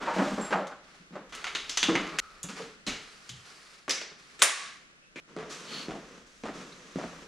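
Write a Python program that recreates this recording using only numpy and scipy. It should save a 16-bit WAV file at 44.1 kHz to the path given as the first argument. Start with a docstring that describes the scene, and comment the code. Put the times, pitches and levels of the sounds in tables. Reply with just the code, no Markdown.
"""Close by on a wooden workbench a plastic socket case is dragged and bumped, a loose socket ringing inside.
It is laid down, unlatched and opened to clinks; then a tool is picked up and a part snaps home in it.
Last, shoes scuff and step over the garage's concrete, with a long swish as the walker turns.
Contacts are noise bursts through resonant bodies, slides are grainy noise, steel and hollow rings are fading tones.
Three stretches follow one another; at the end of each, the ringing of the blows stops abruptly."""
import sys
import numpy as np
from scipy import signal
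from scipy.fft import rfft, irfft, next_fast_len
from scipy.io import wavfile
from scipy.ndimage import uniform_filter1d, minimum_filter1d, map_coordinates

SR = 44100
rng = np.random.default_rng(int(sys.argv[2]) if len(sys.argv) > 2 else 0)


def waveform_to_disk(signal):
    """Save audio, clipped to [-1, 1], as 16-bit WAV at the path in sys.argv[1]."""
    frames = np.transpose(np.atleast_2d(signal))
    scaled = np.clip(frames, -1, 1) * 32767
    samples = np.round(scaled).astype(np.int16)
    wavfile.write(sys.argv[1], SR, samples)


N = 320646
HZ = np.fft.rfftfreq(SR, 1 / SR)
T = np.arange(SR) / SR  # one second, the longest single sound


def amp(db):
    """Decibels to gain."""
    return 10 ** (np.asarray(db) / 20)


def unit(x):
    """Scale to rms 1."""
    return x / np.sqrt(np.mean(x ** 2) + 1e-20)


def along(points, hz):
    """Read (Hz, value) points on a log frequency axis."""
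    f, v = np.transpose(points)
    return np.interp(np.log(hz + 1), np.log(f + 1), v)


def octaves(hz, centre_hz):
    """Octaves above a centre, levelling off in the deep bass and the far treble."""
    return np.log2(np.clip(hz, 200, 10000) / centre_hz)


def wobble(rate, size=N):
    """A smooth random curve, rate knots a second."""
    knots = rng.standard_normal(int(size * rate / SR) + 4)
    return map_coordinates(knots, [np.arange(size) * rate / SR])


def filtered(x, response):
    """Multiply the spectrum of x by a response of frequency."""
    size = x.shape[-1]
    m = next_fast_len(size + 8192)
    return irfft(rfft(x, m) * response(np.fft.rfftfreq(m, 1 / SR)), m)[..., :size]


def colour(spectrum, modes, hz):
    """Gain of a body: its broad spectrum with resonances on top."""
    peaks_db = sum(db / (1 + (2 * (hz - f) / w) ** 2) for f, w, db in modes)
    return amp(along(spectrum, hz) + peaks_db)


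def causal(gain):
    """The minimum-phase response with this gain: it rings only after the blow."""
    cepstrum = irfft(np.log(np.maximum(gain, gain.max() * 1e-5)))
    cepstrum[1:SR // 2] *= 2
    cepstrum[SR // 2 + 1:] = 0
    return np.exp(rfft(cepstrum))


def add(track, s, sound):
    """Lay a sound in at time s, up to the end of its stretch."""
    # stretches of the scene: start/s, end/s
    stretches = [(0, 2.2012), (2.2012, 5.2007), (5.2007, 7.28)]
    end = min(N, round(SR * next(b for a, b in stretches if s < b)))
    start = max(0, round(s * SR))
    part = sound[:, :end - start]
    track[:, start:start + part.shape[1]] += part


def blows(rows, spectrum, modes, grain, rattle_t60, crack, ring_db, echo_s, echo_db, direct_side_db, level_db):
    """Each contact is a crack and a short grainy rattle through the body, answered by a near wall and the room."""
    focus_db = 4.5  # per octave: a blow's colour falls away from the resonance it favours
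    thud_hz = 380  # weight is felt below this
    track = np.zeros((2, N))
    for s, db, ring_hz, hardness_db, thud_db, room_db in rows:
        chatter = rng.standard_normal((2, SR)) * np.exp(grain * rng.standard_normal(SR))
        rattle = unit(chatter * amp(-60 * T / rattle_t60))
        snap = unit(rng.standard_normal((2, SR)) * np.exp(-T / 0.0016))
        late = np.maximum(T - echo_s, 0)
        wall = unit(rng.standard_normal((2, SR)) * (late > 0) * np.exp(-late / 0.013))
        # mid and side: the direct sound has its own side level, the room comes from all around
        contact = unit(rattle + crack * snap + amp(echo_db) * wall) * amp([[0], [direct_side_db]])
        room = amp(room_db) * garage()
        # where the body is struck favours one resonance; hardness brightens it and weight adds a thud
        body = colour(spectrum, [*modes, (ring_hz, ring_hz / 11, ring_db)], HZ)
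        away = octaves(HZ, ring_hz)
        thud = thud_db / (1 + (HZ / thud_hz) ** 4)
        tilt = amp(hardness_db * away - focus_db * abs(away) + thud)
        sound = irfft(rfft(contact + room) * causal(unit(body * tilt)))
        add(track, s, amp(db + level_db) * sound)
    return track


def settling(count):
    """Rows of small random clacks as loose sockets shift in the tipping and landing case, rising in level."""
    start_s, end_s, first_db, last_db = 1.45, 2.12, -46, -40
    rows = []
    for u, p, v in rng.random((count, 3)):
        s = start_s + u * (end_s - start_s)
        db = first_db + u * (last_db - first_db) + 8 * (v - 0.5)
        rows.append((s, db, 2400 * 2 ** p, -1, 0, -9))
    return rows


def ringing(rows, modes, level_db):
    """The sharp part of each contact sets steel ringing, every mode at a new strength."""
    sharp_hz = 3000  # contacts well below this excite little ringing
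    track, t = np.zeros((2, N)), T[:SR // 2]
    hz, db, t60 = np.transpose(modes)[:, :, None]
    tones = amp(db - 60 * t / t60) * np.exp(2j * np.pi * hz * t) * (1 - np.exp(-t / 0.001))
    for s, blow_db, ring_hz, *rest in rows:
        sharpness = 1 / np.hypot(1, (sharp_hz / ring_hz) ** 2)
        phase = np.exp(2j * np.pi * rng.random((2, len(modes))))
        strength = amp(rng.normal(0, 2.1, (2, len(modes)))) * phase
        add(track, s, sharpness * amp(blow_db + level_db) * (strength @ tones).real)
    return track


def socket():
    """A loose steel socket is touched and rings on in a few fading modes."""
    # modes of the socket: f/Hz, level/dB, t60/s
    steel = [(7560, -2, 0.26), (9700, -20, 0.45), (14340, -41, 0.33)]
    # touches of the socket: t/s, level/dB
    pings = [(0.410, -35.5), (0.446, -39), (0.56, -56)]
    track = np.zeros((2, N))
    for s, db in pings:
        ring = 0
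        for hz, level, t60 in steel:
            ring = ring + amp(level - 60 * T / t60) * np.sin(2 * np.pi * (hz * T + rng.random((2, 1))))
        add(track, s, amp(db) * ring * (1 - np.exp(-T / 0.0028)))
    return track


def booms(rows, width_share, rise_s):
    """Single resonances swell and fade, their phase drifting."""
    track = np.zeros((2, N))
    for s, hz, db, t60 in rows:
        width = 25 + width_share * hz  # sets both the phase drift and the band
        drift = np.cumsum(rng.standard_normal((2, SR)), axis=1) * np.sqrt(width / SR)
        tone = np.sin(2 * np.pi * hz * T + 2 * drift)
        tone = filtered(tone, lambda f: 1 / (1 + ((f - hz) / (2 * width)) ** 4))
        add(track, s, tone * amp(db - 60 * T / t60) * (1 - np.exp(-T / rise_s)))
    return track


def stroke(length_s):
    """Envelope of a sliding movement: attack, hold, release."""
    attack_s, release_s = 0.022, 0.085  # release: time to fall to 1/e
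    return np.clip(T / attack_s, 0, 1) * np.exp(-np.maximum(T - length_s, 0) / release_s)


def rubbing(rows, spectrum, modes, grain_db, grain_rate, level_db):
    """Sliding contact catches and slips in small grains, each stroke with its own brightness."""
    track = np.zeros((2, N))
    for s, length_s, db, bright_db in rows:
        grains_db = grain_db * wobble(grain_rate, size=SR) + 0.52 * wobble(900, size=SR)
        slips = rng.standard_normal((2, SR)) * amp(grains_db)
        rub = filtered(slips, lambda hz: colour(spectrum, modes, hz) * amp(bright_db * octaves(hz, 1000)))
        add(track, s, amp(db + level_db) * unit(rub) * stroke(length_s))
    return track


def footfalls(count):
    """Rows of contacts: each shoe rolls from heel to toe and cracks a few grains of grit on the way."""
    # footfalls: t/s, level/dB, time from heel to toe/s, extra weight/dB
    steps = [(5.365, -35, 0.063, -3), (5.884, -33.5, 0.069, 4.5), (6.436, -32.5, 0.055, -2),
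             (6.958, -31, 0.08, 7)]
    # heel, ball and toe: share of the roll, level/dB re the step, resonance f/Hz,
    # hardness/(dB per octave), thud/dB before the extra weight, room/dB
    roll = [(0, 1.5, 276, -1.5, -8, -2.5), (0.35, -3.5, 613, -1.5, -13.5, 0.5),
            (0.998, -1.5, 620, -4, -8, -5.5)]
    crunch_db, crunch_hz = -12, 880  # grit: level re the step, middle of its two-octave range
    rows = []
    for s, db, roll_s, weight_db in steps:
        for share, part_db, hz, hardness_db, thud_db, room_db in roll:
            rows.append((s + share * roll_s, db + part_db, hz, hardness_db, thud_db + weight_db, room_db))
        for u, p in rng.random((count, 2)):
            rows.append((s + (0.1 + u) * roll_s, db + crunch_db, crunch_hz * 2 ** (2 * p - 1), -1.5, -8, -8))
    return rows


def swish():
    """A narrow, hissing slide in two resonances that swells and sinks as the walker turns."""
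    # resonances of the slide: f/Hz, width/Hz, level/dB
    slide_modes = [(3000, 1300, 0), (4360, 520, 13.5)]
    broad = [(500, -36), (3000, 4.5), (5000, -7.5), (12000, -24), (15000, -55)]  # f/Hz, level/dB
    start_s, length_s, peak_db = 5.62, 0.3, -41.5
    track = np.zeros((2, N))
    hiss = filtered(rng.standard_normal((2, SR)), lambda hz: colour(broad, slide_modes, hz))
    swell = np.sin(np.pi * np.minimum(T / length_s, 1)) ** 2
    add(track, start_s, unit(hiss) * swell * amp(peak_db + 0.72 * wobble(90, size=SR)))
    return track


def garage():
    """A fresh mid and side room tail of rms 1; each frequency dies at its own speed."""
    # reverberation of the garage: f/Hz, t60/s
    decay = [(100, 0.42), (300, 0.38), (1200, 0.56), (5000, 0.54), (8000, 0.43), (14000, 0.22)]
    hz, t, z = signal.stft(rng.standard_normal((2, SR)), SR, nperseg=256)
    fading = z * amp(-60 * t / along(decay, hz)[:, None])
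    tail = signal.istft(fading, SR, nperseg=256)[1][:, :SR]
    return unit(tail * (1 - np.exp(-T / 0.0057)))


def air(level_db, rumble_db):
    """The still garage: faint hiss over a deep rumble that rises and falls, with a low thump near 2.9 s."""
    # colour of the hiss: f/Hz, level/dB
    hiss_colour = [(20, -8), (90, -12.5), (180, -2.5), (600, -9.5), (900, -17.5), (1300, -9), (6000, -20),
                   (10000, -31), (15000, -63.5)]
    # course of the deep rumble: t/s, level/dB
    rumble = [(0.0, -65), (0.32, -59), (0.77, -77), (1.9, -58), (2.85, -75), (2.89, -49), (3.1, -77),
              (5.34, -80.5), (5.41, -70), (5.71, -84), (5.91, -65), (6.34, -73.5), (6.46, -62.5),
              (6.86, -76), (6.94, -67), (7.27, -62.5)]
    deep_colour = [(12, -22.0), (25, 3), (65, -2.5), (130, -41.5)]  # f/Hz, level/dB
    hiss = unit(filtered(rng.standard_normal((2, N)), lambda hz: amp(along(hiss_colour, hz))))
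    deep = unit(filtered(rng.standard_normal((2, N)), lambda hz: amp(along(deep_colour, hz))))
    course_db = np.interp(np.arange(N) / SR, *np.transpose(rumble))
    return amp(level_db + 1.5 * wobble(1.97)) * hiss + amp(course_db + rumble_db) * deep


def spread(x, side_db):
    """Mid and side to left and right; the close microphone pair keeps the bass near mono."""
    # width of the pair: f/Hz, level of side re mid/dB before the layer's own side_db
    width = [(50, -26), (130, -14.5), (300, -16.5), (700, -26), (1200, -9), (2400, -6.5), (4400, -11.5),
             (8000, -5.5), (13000, -11)]
    mid, side = x[0], filtered(x[1], lambda hz: amp(along(width, hz) + side_db))
    return np.array([mid + side, mid - side])


def scene():
    """The case is straight ahead of the microphones; hands, feet and the garage's own air are more diffuse."""
    # the case bumps the bench: t/s, level/dB before the layer's level_db, favoured resonance f/Hz,
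    # hardness/(dB per octave), thud/dB, room/dB
    knocks = [(0.074, -26.5, 920, -3, -10, 5), (0.163, -24.5, 600, -1.5, 9, -1),
              (0.184, -16, 193, -1.5, -11.5, -2), (0.215, -21.5, 274, -2, 4, -3),
              (0.261, -25.5, 606, -0.5, 15, -2), (0.315, -27.5, 252, -6.5, -2, 0),
              (0.378, -21, 208, -4, -6.5, -2.5), (0.507, -24, 656, 3, 20, 2.5),
              (0.526, -14.5, 832, -1, -21, -8.5), (0.555, -19.5, 620, -6.5, -22, -8),
              (0.597, -25.5, 553, -5.5, -12, -4), (0.715, -40, 1470, 0, -21, -7),
              (0.996, -52, 159, -5, 17, -5), (1.106, -44, 166, -2, 8, -23), (1.124, -43, 157, 4.5, 18, 5),
              (1.154, -32, 527, 1.5, 11.5, -2), (1.84, -39, 191, 1.5, 3, 1), (1.886, -17, 321, 4, 18.5, -2),
              (2.441, -38.5, 170, 4.5, 8, -4), (2.487, -35, 174, 9.5, 25, 3.5),
              (2.596, -33.5, 546, -2, -2, -7.5), (2.868, -37, 603, -1.5, -5, -4)]
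    # latches, lid and sockets click: same columns
    clicks = [(0.6699, -44, 1260, 5, 2, -8), (1.2936, -52, 1200, 2, -3, -1), (1.3239, -38, 1320, -1, 1, 4),
              (1.3506, -40.5, 2580, 10.5, 8, -8), (1.4426, -28.5, 1350, -1.5, -19, -6.5),
              (1.468, -28.5, 2200, -4, -17, -5.5), (1.5502, -25.5, 3830, -4.5, -12.5, -3.5),
              (1.6943, -29, 5370, -1.5, 0, -2.5), (1.7725, -19.5, 6020, -4, -21, -5),
              (1.8292, -17, 3500, -2.5, -3, -6.5), (1.953, -20.5, 2150, -6.5, -6.5, -4),
              (2.1863, -19.5, 1930, 2.5, -1, -4), (2.4306, -34, 7000, 14, 45, -5),
              (2.6193, -38.5, 1440, 1, 30, -1), (2.8661, -30.5, 4050, -2, 20, 1),
              (2.8745, -30, 2240, 1.5, 22, 0.5), (3.2923, -35.5, 3130, 2.5, 22.5, -6)]
    # parts of the hand tool touch, snap home and rebound: same columns
    snaps = [(3.880, -29.5, 1110, -4.5, 11, -10), (3.895, -23, 5840, -4.5, 9, -1.5),
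             (3.907, -22, 5040, -3, 0, -4.5), (3.978, -37.5, 2180, -5, 5.5, -8),
             (4.014, -34, 4500, -7, -11.5, -6.5), (4.393, -40.5, 7860, -6.5, 2, 5),
             (4.417, -25.5, 2030, 0, 14, -2.5), (4.423, -21.5, 654, -3, -4, -8.5),
             (4.420, -5, 1133, 2, 6, -4), (4.425, -7.5, 9180, 4.5, 6.5, -9.5),
             (4.4345, -13, 9400, 3, 2.5, -5.5), (5.159, -38.5, 2400, -4.5, 23.5, 5)]
    # broad colours of case, latch, tool, sole, cloth and grit: f/Hz, level/dB
    case_colour = [(59, -49), (100, -36.5), (192, -0.5), (236, -10.5), (274, -3), (304, -6), (570, -10),
                   (1290, -4), (2270, -12.5), (7050, -26.5), (7670, -28.5), (8340, -33), (15000, -59)]
    latch_colour = [(59, -50), (100, -16), (279, 0), (558, -12), (1260, -8), (1700, -6.5), (2130, -5.5),
                    (2420, -4.5), (3390, -4.5), (5260, -7.5), (6090, -12.5), (6910, -4.5), (8170, -13),
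                    (10300, -18.5), (15000, -41)]
    tool_colour = [(59, -74), (100, -33.5), (370, -8), (530, -7), (936, -12.5), (1310, -8), (1520, -7.5),
                   (1690, -4), (2130, -3.5), (3390, -7), (4660, -8), (7000, -5), (9340, -11.5),
                   (12000, -9.5), (15500, -34.5)]
    sole_colour = [(35, -48), (60, -10), (116, -15), (167, 5), (201, 2), (437, -3), (478, -7), (755, -5.5),
                   (808, -12), (1250, -8), (6900, -15), (9940, -22), (14000, -76)]
    cloth_colour = [(59, -54.5), (100, -34.5), (155, 4.5), (236, -5), (291, -6), (425, 4.5), (482, -2),
                    (831, -3.5), (942, -7.5), (1160, 1), (2420, -7), (3320, -12), (4540, -10),
                    (10100, -28.5), (15000, -55.5)]
    grit_colour = [(59, -40), (100, -17), (162, 7), (416, 3), (462, 7), (524, 1.5), (780, -8), (1190, 0),
                   (2130, -6), (4450, -10.5), (4940, -11), (6220, -9.5), (10100, -26.5), (13800, -46),
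                   (15000, -62)]
    # resonances of the hollow case and of the latches: f/Hz, width/Hz, level over the rest/dB
    shell = [(200, 3.7, -8.5), (315, 55, -0.5), (488, 18, 5), (585, 116, 6.5), (785, 30, 5.5)]
    clasp = [(1300, 150, 4.8), (2030, 110, 2.9), (2980, 500, 2.2), (6130, 420, 10.4)]
    # resonances of the tool's housing, and the microphone's treble drop near 11 kHz: same columns
    tool_modes = [(3720, 600, 3), (10500, 990, 4.5), (11830, 2200, -16)]
    # steel that rings along with the clicks and with the tool: f/Hz, level/dB, t60/s
    socket_steel = [(2410, -8, 0.4), (2747, -4, 0.4), (2927, -2, 0.4), (3344, -1, 0.35), (3489, 0, 0.35),
                    (3793, 0, 0.35), (4635, -4, 0.31), (6111, -3, 0.3), (6400, -4, 0.35), (6900, -6, .3),
                    (8800, -12, .3)]
    tool_steel = [(1380, -8, .41), (1713, 1, 0.42), (1817, -6.5, .34), (2100, 0, 0.57), (2202, 14.5, 0.34),
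                  (2360, 1.5, .22), (3580, -0.5, .38), (5250, -5, .35), (6400, 10.5, .3), (7375, -17, .35),
                  (8200, -6.5, 0.21), (8600, -14, 0.09), (9300, -20.5, 0.083), (9006, -9, 0.17),
                  (9154, -20, 0.15), (9668, -15.5, .25)]
    # hollow rings of case, bench and floor after the heavier blows: t/s, f/Hz, level/dB, t60/s
    hollow_rings = [(1.885, 311, -20.5, 0.51), (1.887, 482, -28.5, 0.36), (2.441, 185, -33.5, 0.16),
                    (2.598, 447, -37, 0.41), (5.371, 439, -35, 0.54)]
    # faint squeaks and a low groan that swell as things shift: same columns
    squeaks = [(2.205, 1312, -42.5, 0.61), (3.295, 128.7, -37.5, 0.36), (5.02, 2620, -51, 0.24),
               (6.72, 4060, -25, 0.041)]
    # the case scrapes over the bench: t/s, length/s, level/dB before level_db, brightness/(dB per octave)
    drags = [(0, 0.12, -32.5, -0.5), (0.13, 0.14, -37, 3.5), (0.28, 0.13, -43.5, 4.5),
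             (0.39, 0.089, -39.5, 0.5), (0.52, 0.037, -34.5, -3.5), (0.64, 0.061, -56, 1)]
    # hands and sleeves rub over case and tool: same columns
    rustles = [(0.82, 0.17, -52.5, 1.5), (1.16, 0.13, -63, -5), (1.36, 0.2, -43, 2), (1.58, 0.37, -45, 2.5),
               (1.83, 0.6, -36, -1), (2.203, 0.41, -51.5, 2), (2.55, 0.043, -38, 2), (2.87, 0.04, -36, 1),
               (3.0, 0.52, -50, 4), (3.44, 0.33, -49.5, 4), (4.0, 0.11, -49.5, -0.5), (4.17, 0.59, -53, 4)]
    # shoes and trouser legs scuff: same columns
    scuffs = [(5.27, 0.11, -51.5, -1.5), (5.38, 0.13, -49, -0.5), (5.49, 0.04, -38.5, 2.5),
              (5.58, 0.2, -44.5, 1), (5.69, 0.15, -42, 0.5), (5.91, 0.28, -49.5, 0), (6.25, 0.36, -58, 3.5),
              (6.53, 0.094, -42, 0), (6.65, 0.43, -50, 1), (6.95, 0.28, -46.5, 0)]

    case = blows(knocks, case_colour, shell, grain=1.0, rattle_t60=0.078, crack=0.17, ring_db=6.5,
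                 echo_s=0.0081, echo_db=-3.5, direct_side_db=-37, level_db=-24.5)
    case += blows(clicks, latch_colour, clasp, grain=0.75, rattle_t60=0.077, crack=0.4, ring_db=6.0,
                  echo_s=0.0065, echo_db=-7.0, direct_side_db=3.5, level_db=-22.5)
    case += blows(settling(count=12), latch_colour, clasp, grain=1.0, rattle_t60=0.019, crack=0.76, ring_db=3.5,
                  echo_s=0.016, echo_db=-3, direct_side_db=0, level_db=-26)
    case += ringing(clicks, socket_steel, level_db=-18.5) + socket()
    case += booms(hollow_rings, width_share=0.054, rise_s=0.0013)
    case += booms(squeaks, width_share=0.1, rise_s=0.026)
    case += rubbing(drags, case_colour, shell, grain_db=1.0, grain_rate=94, level_db=-3)

    tool = blows(snaps, tool_colour, tool_modes, grain=0.43, rattle_t60=0.031, crack=0.55, ring_db=10.5,
                 echo_s=0.0029, echo_db=0, direct_side_db=-3.5, level_db=-23.5)
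    tool += ringing(snaps, tool_steel, level_db=-35)

    hands = rubbing(rustles, cloth_colour, [], grain_db=1, grain_rate=60, level_db=-6.0)

    feet = blows(footfalls(count=4), sole_colour, [], grain=1.0, rattle_t60=0.042, crack=1.25, ring_db=1.5,
                 echo_s=0.007, echo_db=0.0, direct_side_db=-14.5, level_db=-22)
    feet += rubbing(scuffs, grit_colour, [], grain_db=0.5, grain_rate=160, level_db=-3.0) + swish()

    still = air(level_db=-63, rumble_db=0.0)
    near = spread(case, side_db=-11.5) + spread(tool, side_db=-0.5) + spread(hands, side_db=0.5)
    return near + spread(feet, side_db=-0.5) + spread(still, side_db=13)


def limiter(x, ceiling_db, hold_s, release_db):
    """Gain falls at once when the 10 ms level passes the ceiling, holds, then recovers by release_db a second."""
    power = np.abs(uniform_filter1d(np.mean(x ** 2, axis=0), size=441))
    over_db = np.maximum(10 * np.log10(power + 1e-12) - ceiling_db, 0)
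    half = int(hold_s * SR / 2)
    held_db = -minimum_filter1d(-over_db, 2 * half + 1, origin=half)
    ramp_db = release_db * np.arange(N) / SR
    return x * amp(ramp_db - np.maximum.accumulate(held_db + ramp_db))


def record(dry):
    """The camera limits loud blows and cuts steeply above its band limit."""
    top_hz = 15600
    limited = limiter(dry, ceiling_db=-14, hold_s=0.13, release_db=62)
    return filtered(limited, lambda hz: 1 / (1 + (hz / top_hz) ** 200))


dry = scene()
out = record(dry)
waveform_to_disk(out)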